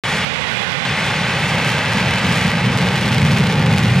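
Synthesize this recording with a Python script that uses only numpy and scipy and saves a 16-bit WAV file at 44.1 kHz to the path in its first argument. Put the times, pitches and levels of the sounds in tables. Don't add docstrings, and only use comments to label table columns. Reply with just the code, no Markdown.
import sys
import numpy as np
from scipy import signal
from scipy.fft import rfft, irfft
from scipy.io import wavfile
from scipy.ndimage import uniform_filter1d, minimum_filter1d, map_coordinates

SR = 44100
rng = np.random.default_rng(int(sys.argv[2]) if len(sys.argv) > 2 else 0)


def transcribe(signal):
    frames = np.atleast_2d(signal).T
    limited = np.clip(frames, -1, 1)
    pcm = np.round(limited * 32767).astype(np.int16)
    wavfile.write(sys.argv[1], SR, pcm)


N = 176400
HZ = np.fft.rfftfreq(N, 1 / SR)


# time_s, level_db
ROAR_LEVEL = [(0, -21), (.3, -19.5), (.8, -19.5), (1.1, -20.5), (1.7, -20.5), (2.4, -20.5), (2.65, -23.5),
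              (3, -24.5), (3.6, -25.5), (4, -23.5)]
# pitch_hz, level_db
ROAR_TONE = [(20, -26), (120, -9.5), (300, -7), (500, -3), (850, -1.5), (1200, -3), (2100, 1), (2700, -2),
             (3400, -6), (4500, -12.5), (6000, -18.5), (8000, -24), (11000, -34), (16000, -60)]
# pitch_hz, likeness (1 = the same)
ROAR_LIKENESS = [(20, .999), (1600, 1), (2400, 0.98), (3500, 0.83), (7000, 0.78), (11000, 0.46),
                 (16000, .15)]

def roar():
    likeness = np.clip(over_hz(ROAR_LIKENESS), 0, 1)
    left = white()
    right = likeness * left + np.sqrt(1 - likeness ** 2) * white()
    rush = stereo(np.array([left, right]) * amp(over_hz(ROAR_TONE)))
    return unit(rush) * amp(over_time(ROAR_LEVEL))


# time_s, level_db, size_spread_db
CRACKLE_LEVEL = [(0, -29.5, -2), (.14, -25.5, 3), (.3, -29, 2.5), (.62, -26.5, 2.5), (.96, -32, 1.5),
                 (1.05, -26, 2), (1.27, -29.5, 2), (1.58, -27.5, 4), (1.7, -24, 4.5), (1.8, -29.5, 6.5),
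                 (1.93, -23, 3.7), (2.2, -26.5, 4.5), (2.36, -24, 3), (2.46, -23, 5), (2.55, -27, 5.5),
                 (2.74, -26, 2), (2.79, -24.5, 4), (3.35, -23.5, 3.5), (3.52, -25, 4), (3.62, -27, 5),
                 (3.76, -25, 4.5), (4, -27, 4)]
# start_s, peak_db
CRACKS_AND_CLICK = [(.72, -7), (0.8512, -5), (1.403, -13), (1.648, -8), (1.676, -10), (1.9348, -1),
                    (2.1094, -4), (2.1586, -6), (2.269, -8), (2.373, -6.5), (2.469, 2), (2.4798, -6),
                    (2.5052, -3), (2.775, 6), (2.796, -15), (2.861, -10), (2.9632, -5), (2.98, -6),
                    (3.0116, 0), (3.06, -7), (3.119, -9), (3.1317, -8), (3.146, -2), (3.183, -8),
                    (3.251, -4), (3.319, -4), (3.3338, -6), (3.373, -7), (3.3855, -3), (3.525, -6),
                    (3.5956, -6), (3.662, -5), (3.7277, -9), (3.7382, -9), (3.7834, 3), (3.802, -12),
                    (3.8367, -7)]
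# pitch_hz, level_db
SHOCK_TONE = [(20, -22), (120, 4), (300, -6), (500, -1.5), (850, 0), (1300, -2), (2200, 2.5), (3400, -2),
              (4600, -7), (6300, -13.5), (8000, -17), (11000, -23.5), (16000, -35.5)]

def crackle(shocks_per_s=1700, clump_db=1.4, edge_hz=5460, crack_edge_db=5):
    hits = rng.random(N) < shocks_per_s / SR
    size_db = over_time(CRACKLE_LEVEL, column=2) * np.minimum(rng.exponential(1, N), 5.4)
    size_db += clump_db * waver(top_hz=45)
    body = spread(steady(hits * amp(.93 * size_db)))
    edge = spread(steady(hits * amp(.83 * size_db)))
    low = 1 / (1 + (HZ / edge_hz) ** 4)
    shock = sharpest_click(SHOCK_TONE)
    rasp = unit(stereo((body * low + edge * (1 - low)) * shock)) * amp(over_time(CRACKLE_LEVEL))
    peaks = np.zeros(N)
    for start_s, peak_db in CRACKS_AND_CLICK:
        peaks[round(start_s * SR)] = amp(peak_db)
    bright_click = shock * (low + amp(crack_edge_db) * (1 - low))
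    cracks = stereo(rfft(peaks) * bright_click / irfft(bright_click, N).max())
    return scatter(rasp + cracks)


def spread(clicks, spread_s=1.7e-5, alike_below_hz=3800):
    lags_s = np.linspace(-1, 1, 5) * np.sqrt(2) * spread_s
    direction = rng.integers(0, len(lags_s), N)
    treble = HZ ** 2 / (HZ ** 2 + alike_below_hz ** 2)
    turn = np.array([[1j], [-1j]]) * np.pi * HZ * treble
    return sum(rfft(clicks * (direction == k)) * np.exp(turn * lag) for k, lag in enumerate(lags_s))


# time_s, gain_db
TREBLE_GAIN = [(0, 0), (.13, 2.5), (.26, -1), (.55, 0), (.75, -1), (.96, -0.5), (1.05, 0.5), (1.22, -1),
               (1.5, 2), (1.6, -1.5), (1.7, 2), (1.82, -0.5), (1.93, -1), (2.05, -3), (2.27, -.3),
               (2.35, 2.5), (2.5, -2), (2.72, -2), (2.79, -1), (2.88, -2), (3.02, -1), (3.5, -1.5),
               (3.61, -3.5), (3.74, -.5), (4, -0.5)]
# time_s, gain_db
SIZZLE_GAIN = [(0, -5), (1.2, -1), (1.7, 3), (2.5, 1.5), (4, 3)]

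def brighten(sound, treble_hz=6000, sizzle_hz=12900):
    for corner_hz, gain in ((treble_hz, TREBLE_GAIN), (sizzle_hz, SIZZLE_GAIN)):
        highs = irfft(rfft(sound) / (1 + (corner_hz / (HZ + 1)) ** 8), N)
        sound = sound + highs * (amp(over_time(gain)) - 1)
    return sound


# time_s, level_db
RUMBLE_LEVEL = [(0, -29.5), (.16, -27), (.35, -28.5), (.48, -27), (.7, -29), (.9, -25), (1.05, -28),
                (1.15, -24), (1.32, -26), (1.45, -24), (1.62, -23), (1.9, -25.5), (1.97, -19.5),
                (2.02, -23), (2.07, -19.5), (2.15, -22), (2.21, -27.5), (2.26, -18), (2.32, -19.5),
                (2.38, -20), (2.44, -19), (2.57, -22), (2.63, -18), (2.8, -18.5), (2.99, -22),
                (3.11, -17.5), (3.18, -18), (3.23, -13), (3.36, -16.5), (3.43, -15), (3.5, -20),
                (3.69, -15), (3.78, -16), (4, -14)]
# pitch_hz, level_db
RUMBLE_TONE = [(20, -42), (35, -30), (50, -19), (75, -8.5), (100, -4.5), (126, 0.2), (150, -1.5), (180, -2),
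               (210, -5.5), (245, -8.5), (285, -19.5), (420, -24), (900, -57), (16000, -95)]

def rumble(even_s=.15, gust_db=.36):
    swirls = noise(RUMBLE_TONE)
    window = np.hanning(int(2 * even_s * SR))
    power = signal.fftconvolve(swirls ** 2, window, "same")
    power /= signal.fftconvolve(np.ones(N), window, "same")
    level_db = over_time(RUMBLE_LEVEL) + gust_db * waver(top_hz=22)
    return swirls / np.sqrt(abs(power) + 1e-12) * amp(level_db)


# time_s, level_db
GROWL_LEVEL = [(0, -40), (.8, -46), (1.3, -32), (2.0, -29.5), (2.65, -30.5), (2.8, -24), (3.2, -29),
               (3.6, -24.5), (4, -29.5)]
# pitch_hz, level_db
GROWL_TONE = [(20, -33), (200, -9), (320, 3), (520, 0), (680, -3), (880, 2), (1100, -7.5), (1650, -7),
              (2600, -13.5), (16000, -56)]

def growl():
    return unit(noise(GROWL_TONE)) * amp(over_time(GROWL_LEVEL))


# pitch_hz, level_db
DEEP_TONE = [(20, -8), (40, -5), (70, 1), (115, 0), (200, -16), (900, -55), (16000, -95)]

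def deep_rumble(level_db=-36.5):
    return amp(level_db) * unit(noise(DEEP_TONE))


# time_s, level_db
WHISTLE_LEVEL = [(0, -35.5), (.6, -35.5), (1.1, -44), (4, -50)]

def whistle(pitch_hz=3438, width_hz=45):
    band = white() / (1 + ((HZ - pitch_hz) / width_hz) ** 2) ** 2
    return unit(stereo(band)) * amp(over_time(WHISTLE_LEVEL))


def scatter(shocks, above_hz=3720, hiss_db=-8, fade_s=.12):
    treble = signal.sosfilt(signal.butter(4, above_hz, "high", fs=SR, output="sos"), shocks)
    decay = np.exp(-2 * np.log(1000) / (fade_s * SR))
    power = signal.lfilter([1 - decay], [1, -decay], (treble ** 2).mean(0))
    tone = np.sqrt(abs(uniform_filter1d(abs(rfft(treble)) ** 2, size=2001)))
    hiss = unit(irfft(np.array([white(), white()]) * tone, N))
    return shocks + amp(hiss_db) * np.sqrt(power) * hiss


# time_s, delay_ms, relative_strength
BRIGHT_ECHO = [(0, 2.17, .2), (.3, 2.165, .25), (.6, 2.115, .28), (1.1, 2.035, .3), (1.5, 2.012, .3),
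               (1.9, 2.015, .28), (2.5, 2.06, .2), (3, 2.07, .18), (3.4, 2.09, .1), (4, 2.2, .12)]

def bright_echo(sound, gain_db=-3.5, strongest_hz=5640):
    ratio = HZ / strongest_hz
    bright = irfft(rfft(sound) * 2j * ratio / (1 + ratio ** 2), N)
    earlier = np.arange(N) - over_time(BRIGHT_ECHO) * SR / 1000
    echo = np.array([map_coordinates(ear, [earlier], order=3) for ear in bright])
    return sound + amp(gain_db) * over_time(BRIGHT_ECHO, column=2) * echo


# time_s, delay_ms
DULL_ECHO = [(0, 2.94), (.8, 3.06), (2, 2.77), (4, 3.06)]

def dull_echo(sound, share=.29, below_hz=2120):
    samples = np.arange(N)
    dull = irfft(rfft(sound) * share / (1 + (HZ / below_hz) ** 2), N)
    earlier = samples - over_time(DULL_ECHO) * SR / 1000
    return sound - np.array([np.interp(earlier, samples, ear) for ear in dull])


# pitch_hz, difference_db
LEFT_LOUDER = [(20, 0), (700, -.1), (1500, -.5), (1900, 0), (2400, -2.5), (3500, -1), (5000, 1.2),
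               (9500, 2.5), (16000, 2)]
# pitch_hz, lead_radians
LEFT_AHEAD = [(20, -1), (1800, -0.19), (2500, 0.1), (3400, 0.72), (7000, 0.93), (11000, 0.9), (13000, 1.2),
              (16000, 2)]

def stereo(spectrum):
    side = np.array([[.5], [-.5]])
    return irfft(spectrum * amp(side * over_hz(LEFT_LOUDER)) * np.exp(1j * side * over_hz(LEFT_AHEAD)), N)


def amp(db):
    return 10 ** (np.asarray(db) / 20)


def unit(sound):
    return sound / np.sqrt(np.mean(sound ** 2) + 1e-20)


def over_time(table, column=1):
    rows = np.array(table)
    return np.interp(np.arange(N) / SR, rows[:, 0], rows[:, column])


def over_hz(table):
    pitch_hz, value = np.transpose(table)
    return np.interp(np.log(HZ + 1), np.log(pitch_hz + 1), value)


def white():
    return rfft(rng.standard_normal(N))


def noise(tone):
    return irfft(white() * amp(over_hz(tone)), N)


def waver(top_hz):
    return unit(irfft(white() * HZ / (HZ + 2) ** 1.5 / (1 + (HZ / top_hz) ** 4), N))


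def sharpest_click(tone):
    cepstrum = irfft(np.log(amp(over_hz(tone))), N)
    cepstrum[1:N // 2] *= 2
    cepstrum[N // 2 + 1:] = 0
    return np.exp(rfft(cepstrum))


def steady(clicks):
    clicks = clicks - uniform_filter1d(clicks, size=1201)
    return clicks / np.sqrt(uniform_filter1d(clicks ** 2, size=4001) + 1e-12)


def scene(gust_db=.08):
    upper = growl() + whistle() + bright_echo(brighten(roar() + crackle()))
    return dull_echo(rumble() + upper * amp(gust_db * waver(top_hz=22)) + deep_rumble())


def record(dry, low_cut_hz=52, high_cut_hz=15830, ceiling_db=-4, limiter_s=.0057):
    start_s, left_off_s, left_on_s = .037, .246, .852
    time_s, span = np.arange(N) / SR, int(limiter_s * SR)
    dry = signal.sosfilt(signal.butter(2, low_cut_hz, "high", fs=SR, output="sos"), dry)
    safe_gain = np.minimum(amp(ceiling_db) / (abs(dry).max(0) + 1e-9), 1)
    limited = dry * uniform_filter1d(minimum_filter1d(safe_gain, span), span)
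    limited *= time_s >= start_s
    limited[0] *= (time_s < left_off_s) | (time_s >= left_on_s)
    high_cut = signal.firwin(511, high_cut_hz, window=("kaiser", 9), fs=SR)
    return signal.oaconvolve(limited, high_cut[None], "same")


dry = scene()
out = record(dry)
transcribe(out)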